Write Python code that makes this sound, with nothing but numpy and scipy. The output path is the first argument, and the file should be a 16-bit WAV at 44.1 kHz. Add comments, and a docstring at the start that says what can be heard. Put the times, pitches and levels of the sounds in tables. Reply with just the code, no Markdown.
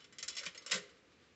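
"""Keys lowered onto a toaster.

In a quiet kitchen, keys on a fob tick against the steel slot frame and each other, then land in one
clatter that thumps the hollow casing. Each strike is a noise burst plus decaying frame and casing modes.
Counter and walls answer each tick. The hand rubs faintly on the fob over still room air."""
import sys
import numpy as np
from scipy import signal
from scipy.fft import rfft, irfft
from scipy.io import wavfile

SR = 44100
rng = np.random.default_rng(int(sys.argv[2]) if len(sys.argv) > 2 else 0)


def master(y):
    """Save y as 16-bit WAV."""
    cut = np.clip(np.atleast_2d(y).T, -1, 1)
    pcm = np.round(cut * 32767)  # scale
    wavfile.write(sys.argv[1], SR, pcm.astype(np.int16))


N = 59535

# keys on toaster: start_s, level_db, clunk_db, bright_db, frame_db, casing_db, focus_hz, sizzle_t60_s
STRIKES = [(.004, -21, -16, -6, 5, -15, 3160, 0.13), (.021, -34, -1, -1, 12, -2.5, 2980, .09),
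           (0.0433, -15, -7, -6, -3, -18, 3340, 0.072), (.125, -20, 3.5, -2.5, 3, -11, 7230, 0.084),
           (0.1845, -6.5, -10.5, 4, -7.5, -3, 2120, 0.066), (.190, -9, -9.5, -9, 4, -3, 6150, 0.089),
           (0.2272, -5, 1.5, 3.5, -1, -2.5, 2680, 0.064), (0.2799, -7.5, 3, 10.5, -8, -6, 6560, 0.052),
           (.283, -1.5, -10, 2.5, -6, -7.5, 5020, 0.074), (0.303, -10.5, -6.5, 1.5, -1.5, -10, 3340, 0.043),
           (.328, -17, -9, -3, 8, -7.5, 3360, 0.083), (0.3518, -15.5, -6, 4, -1.5, -1.5, 5400, 0.12),
           (0.3676, -2, -3, 1.5, -0.5, -11, 2660, 0.13), (.382, -4.5, -11.5, -3, 1.5, -18, 2170, .06),
           (.3865, -11, -4, 1.5, -1, -4, 5400, .07), (.392, -6, -4.5, -1.5, -9, -18, 5470, 0.061),
           (.412, -13.5, 8, -14, -4.5, 12.5, 2184, 0.073), (.433, -9, 11, -2, -2.5, 5, 1240, 0.06),
           (0.4379, -12.5, 8.5, 0, -5.5, -1, 1240, 0.075), (0.4554, -15, -10, 5.5, -6, -0.5, 7240, 0.042),
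           (.4625, -1.5, -25.5, -2.5, -5.5, -6, 2184, 0.035), (.4645, 2.5, 2.5, -10, -19.5, -7, 2915, 0.05),
           (.486, -15.5, 6.5, -2.5, -19.5, -7, 1240, .05), (0.5477, -8.5, 1, -4.5, -17, 2.5, 2960, 0.1),
           (.576, -15.5, 2, 1.5, -4, -9, 2140, .05), (.621, -20, -10, -1.5, 1, 4, 6230, 0.11),
           (0.6627, -10.5, 6.5, 6, -4.5, 6, 5500, .07), (.677, -8.5, 1.5, -3.5, -5.5, -3.5, 2915, 0.053),
           (.698, -9, 2.5, -2.5, -6, 8, 3000, .08), (0.7117, -0.5, 6.5, 1.5, -1, -3.5, 1397, 0.097),
           (.714, -11, 6.5, -7, -9, -14, 1390, 0.1), (.717, 7.5, -2, 1.5, -6, -4.5, 7200, 0.046),
           (0.7211, 5.5, -1, -2.5, -10, -5.5, 2710, 0.077), (.727, 3, 5, -11.5, -5, -9, 2210, 0.12),
           (0.739, -1.5, 7, 5.5, -11, -16, 1390, .07), (.748, -3.5, -5.5, -0.5, -21, 11.5, 2362, 0.11),
           (.756, -0.5, 4.5, -0.5, -19, 9, 4005, 0.084), (.765, -9, 10.5, -21.5, -7.5, 4, 1875, 0.099),
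           (.776, -5.5, 6, -2.5, -24, 1.5, 7360, .06), (.787, -10.5, -3, -18, -15, 5, 2184, 0.083),
           (.822, -16.5, -7, -8, -14.5, 4, 2184, 0.13), (.893, -24, 0, -1.5, -2, 3, 3000, 0.093),
           (.971, -30.5, 2, -5, 0, -3, 2362, 0.081), (1.12, -32, 2, -4, 0, 2, 4005, .07)]
# key on key: start_s, level_db
PINGS = [(.384, -1.5), (.435, -13.5), (.455, -2), (.5765, -5.5), (.579, -3)]
# weight of the bunch on the casing: start_s, level_db
BUMPS = [(.468, -9.5), (.727, -10), (0.7466, 1.5), (.753, -6), (.786, -9)]
# steel slot frame with keys touching: pitch_hz, level_db, t60_s
FRAME_MODES = [(1136, -10.5, .14), (1244, -9, 0.15), (1372, -4.5, .18), (1864, -5.5, 0.11), (2037, 4, 0.21),
               (2190, 1, 0.25), (2330, -6.5, 0.23), (2563, -4.5, 0.21), (2994, 4.5, 0.13),
               (2850, -12, 0.33), (3400, -2, 0.16), (4005, 3, 0.15), (5030, -4.5, 0.13), (5406, 3.5, .12),
               (6030, -6, .12), (6230, -10, 0.52), (6900, -10, 0.17), (7320, -2.5, 0.18)]
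# free key: pitch_hz, level_db, t60_s
KEY_MODES = [(2070, -0.5, 0.046), (2380, -20.5, .08), (4640, -1.5, .045), (5205, 5, 0.059),
             (6506, -3, 0.049)]
# hollow casing: pitch_hz, level_db, t60_s
CASING_MODES = [(349, -7.5, 0.11), (411, -8, .16), (479.1, -0.5, 0.13), (520, -1, .13), (574, -8, 0.12)]
# toaster rocking on the counter: pitch_hz, level_db, t60_s
THUD_MODES = [(146, -5.5, .15), (176, 1.5, 0.086), (213, -4, 0.075), (411.5, -0.5, 0.21), (490, -4, 0.064),
              (638, -10, .06)]
# metal contact spectrum: freq_hz, gain_db
CONTACT_EQ = [(60, -14), (200, -16.5), (350, -10.5), (540, -7), (820, -13), (1200, -2.5), (2100, 3.5),
              (3200, 2.5), (4500, 0), (5600, 1.5), (7500, -0.5), (8500, -25)]
# reflections off counter, cupboards and wall: delay_s, level_db
ECHOES = [(.0023, -5.5), (.0052, -13), (.0071, -16.5), (.0098, -21), (.0135, -18), (0.0184, -18)]
# kitchen reverb decay: freq_hz, t60_s
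ROOM_DECAY = [(150, 0.18), (500, 0.69), (2000, 0.41), (7500, 0.3)]
# hand rub envelope: time_s, level_db
RUB_ENVELOPE = [(0, -64.5), (.1, -77), (0.299, -61.5), (0.519, -68.5), (.64, -64.5), (.9, -68.5),
                (.98, -73.5), (1.039, -78.5), (1.13, -72.5), (1.18, -77), (1.24, -69), (1.35, -81)]
# hand rub spectrum: freq_hz, gain_db
RUB_EQ = [(30, -20), (70, 7), (130, -11.5), (200, -13), (480, 5), (800, -12), (1200, 7), (2500, -3),
          (4000, 2.5), (7500, -14.5)]
# room air spectrum: freq_hz, gain_db
AIR_EQ = [(20, -38.5), (40, -22.5), (65, -3.5), (100, -1.5), (170, -2.5), (300, 0), (500, -2), (620, -10.5),
          (800, -11.5), (1200, -12.5), (2400, -9.5), (4000, -18.5), (7500, -21.5), (9000, -57.5)]

FRAME_DB, KEY_DB, CASING_DB, THUD_DB = -51.5, -43, -54, -45.5
METAL_RISE_S, CASING_RISE_S = 0.00075, 0.003
TICK_S, TICK_DB, SIZZLE_DB = 0.00046, -19, -12
CLUNK_HZ, MIDDLE_HZ, BRIGHT_HZ = 1250, 2760, 5800
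FOCUS_DB, FOCUS_WIDTH_OCT, FOCUS_DECAY_S = 13, 0.074, 0.022
DETUNE_RATIO = 0.006  # the touching key shifts the frame modes
MAX_T60_S = 0.15  # hand and resting keys damp every mode


def keys(low_cut_hz=140):
    """Pings, bumps and strikes of the bunch; the small body radiates no deep bass."""
    out = np.zeros(N)
    for start_s, level_db in PINGS:
        add(out, start_s, amp(KEY_DB + level_db) * ring(KEY_MODES, METAL_RISE_S))
    for start_s, level_db in BUMPS:
        add(out, start_s, amp(THUD_DB + level_db) * ring(THUD_MODES, CASING_RISE_S))
    for start_s, *settings in STRIKES:
        add(out, start_s, strike(*settings))
    return signal.sosfilt(signal.butter(2, low_cut_hz, "high", fs=SR, output="sos"), out)


def strike(level_db, clunk_db, bright_db, frame_db, casing_db, focus_hz, sizzle_t60_s):
    """Key on frame: hard tick, dense sizzle of thin steel, frame modes, casing beneath."""
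    t = np.arange(SR // 2) / SR
    tick = amp(TICK_DB) * burst(t * np.exp(-t / TICK_S))
    sizzle = amp(SIZZLE_DB) * burst(amp(-60 * t / sizzle_t60_s))
    contact = equalise(chatter(tick + sizzle), CONTACT_EQ)
    frame = amp(FRAME_DB + frame_db) * ring(FRAME_MODES, METAL_RISE_S, focus_hz)
    casing = amp(CASING_DB + casing_db) * ring(CASING_MODES, CASING_RISE_S)
    metal_eq = [(CLUNK_HZ / 2, 0), (CLUNK_HZ, clunk_db), (MIDDLE_HZ, 0), (BRIGHT_HZ, bright_db)]
    return amp(level_db) * (equalise(contact + frame, metal_eq) + casing)


def chatter(contact, rate_per_s=300, decay_s=0.014, gain_db=-11.5):
    """First contact plus a few random, fading rebounds."""
    t = np.arange(SR // 20) / SR
    hits = rng.random(len(t)) < rate_per_s / SR
    rebounds = hits * rng.standard_normal(len(t)) * amp(gain_db) * np.exp(-t / decay_s)
    return contact + signal.fftconvolve(contact, rebounds)[:len(contact)]


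def ring(modes, rise_s, focus_hz=None):
    """Decaying modes; those near focus_hz are favoured while the key still touches."""
    t = np.arange(SR // 2) / SR
    pitch_hz, level_db, t60_s = np.transpose(modes)[:, :, None]
    phase_cycles = rng.random(pitch_hz.shape)
    if focus_hz:
        nearness = np.exp(-(np.log2(pitch_hz / focus_hz) / FOCUS_WIDTH_OCT) ** 2)
        level_db = level_db + FOCUS_DB * nearness * np.exp(-t / FOCUS_DECAY_S)
        pitch_hz = pitch_hz * (1 + DETUNE_RATIO * rng.standard_normal(pitch_hz.shape))
    envelopes = amp(level_db - 60 * t / np.minimum(t60_s, MAX_T60_S))
    partials = envelopes * np.sin(2 * np.pi * (pitch_hz * t + phase_cycles))
    return partials.sum(0) * (1 - np.exp(-t / rise_s))


def kitchen(direct, tail_db=-13, tail_delay_s=0.0071, scatter_s=0.00035):
    """Direct sound, reflections scattered by things on the counter, short diffuse tail."""
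    freq_hz, t, spectra = signal.stft(rng.standard_normal(SR), SR, nperseg=256)
    decay = amp(-60 * t / interp_log_hz(ROOM_DECAY, freq_hz)[:, None])
    tail = signal.istft(spectra * decay, SR, nperseg=256)[1]
    response = np.zeros(SR)
    response[0] = 1
    add(response, tail_delay_s, amp(tail_db) * tail / np.linalg.norm(tail))
    smear = np.exp(-np.arange(SR // 50) / SR / scatter_s)
    for delay_s, level_db in ECHOES:
        add(response, delay_s, amp(level_db) * burst(smear))
    return signal.fftconvolve(direct, response)[:N]


def hand_rub():
    """Faint friction of hand on fob."""
    time_s, level_db = np.transpose(RUB_ENVELOPE)
    return amp(np.interp(np.arange(N) / SR, time_s, level_db)) * noise(RUB_EQ)


def room_air(level_db=-68):
    """Steady hush of the still room."""
    return amp(level_db) * noise(AIR_EQ)


def burst(envelope):
    """Enveloped noise, unit energy."""
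    x = envelope * rng.standard_normal(len(envelope))
    return x / np.linalg.norm(x)


def noise(eq):
    """Coloured noise, unit rms."""
    gain = amp(interp_log_hz(eq, np.fft.rfftfreq(N, 1 / SR)))
    x = irfft(rfft(rng.standard_normal(N)) * gain, N)
    return x / x.std()


def equalise(x, eq, fft_size=4096):
    """Minimum-phase filter from a (freq_hz, gain_db) curve."""
    freq_hz = abs(np.fft.fftfreq(fft_size, 1 / SR))
    log_gain = np.log(amp(interp_log_hz(eq, freq_hz)))
    spectrum = np.exp(np.conj(signal.hilbert(log_gain)))
    taps = np.fft.ifft(spectrum).real[:fft_size // 2]
    return signal.fftconvolve(x, taps)[:len(x)]


def interp_log_hz(table, freq_hz):
    """Table lookup on a log-frequency axis."""
    knots_hz, values = np.transpose(table)
    return np.interp(np.log(freq_hz + 1), np.log(knots_hz + 1), values)


def amp(db):
    """Decibels to gain."""
    return 10 ** (np.asarray(db) / 20)


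def add(mix, start_s, sound):
    """Mix in a sound at start_s."""
    part = mix[max(round(start_s * SR), 0):][:len(sound)]
    part += sound[:len(part)]


def scene():
    """Keys in the kitchen over hand rub and room air; mono."""
    return (kitchen(keys()) + hand_rub() + room_air())[None]


def record(dry, cutoff_hz=8250):
    """Low-pass band limit."""
    taps = signal.firwin(161, cutoff_hz, window=("kaiser", 7), fs=SR)
    return signal.oaconvolve(dry, taps[None], "same")


dry = scene()
out = record(dry)
master(out)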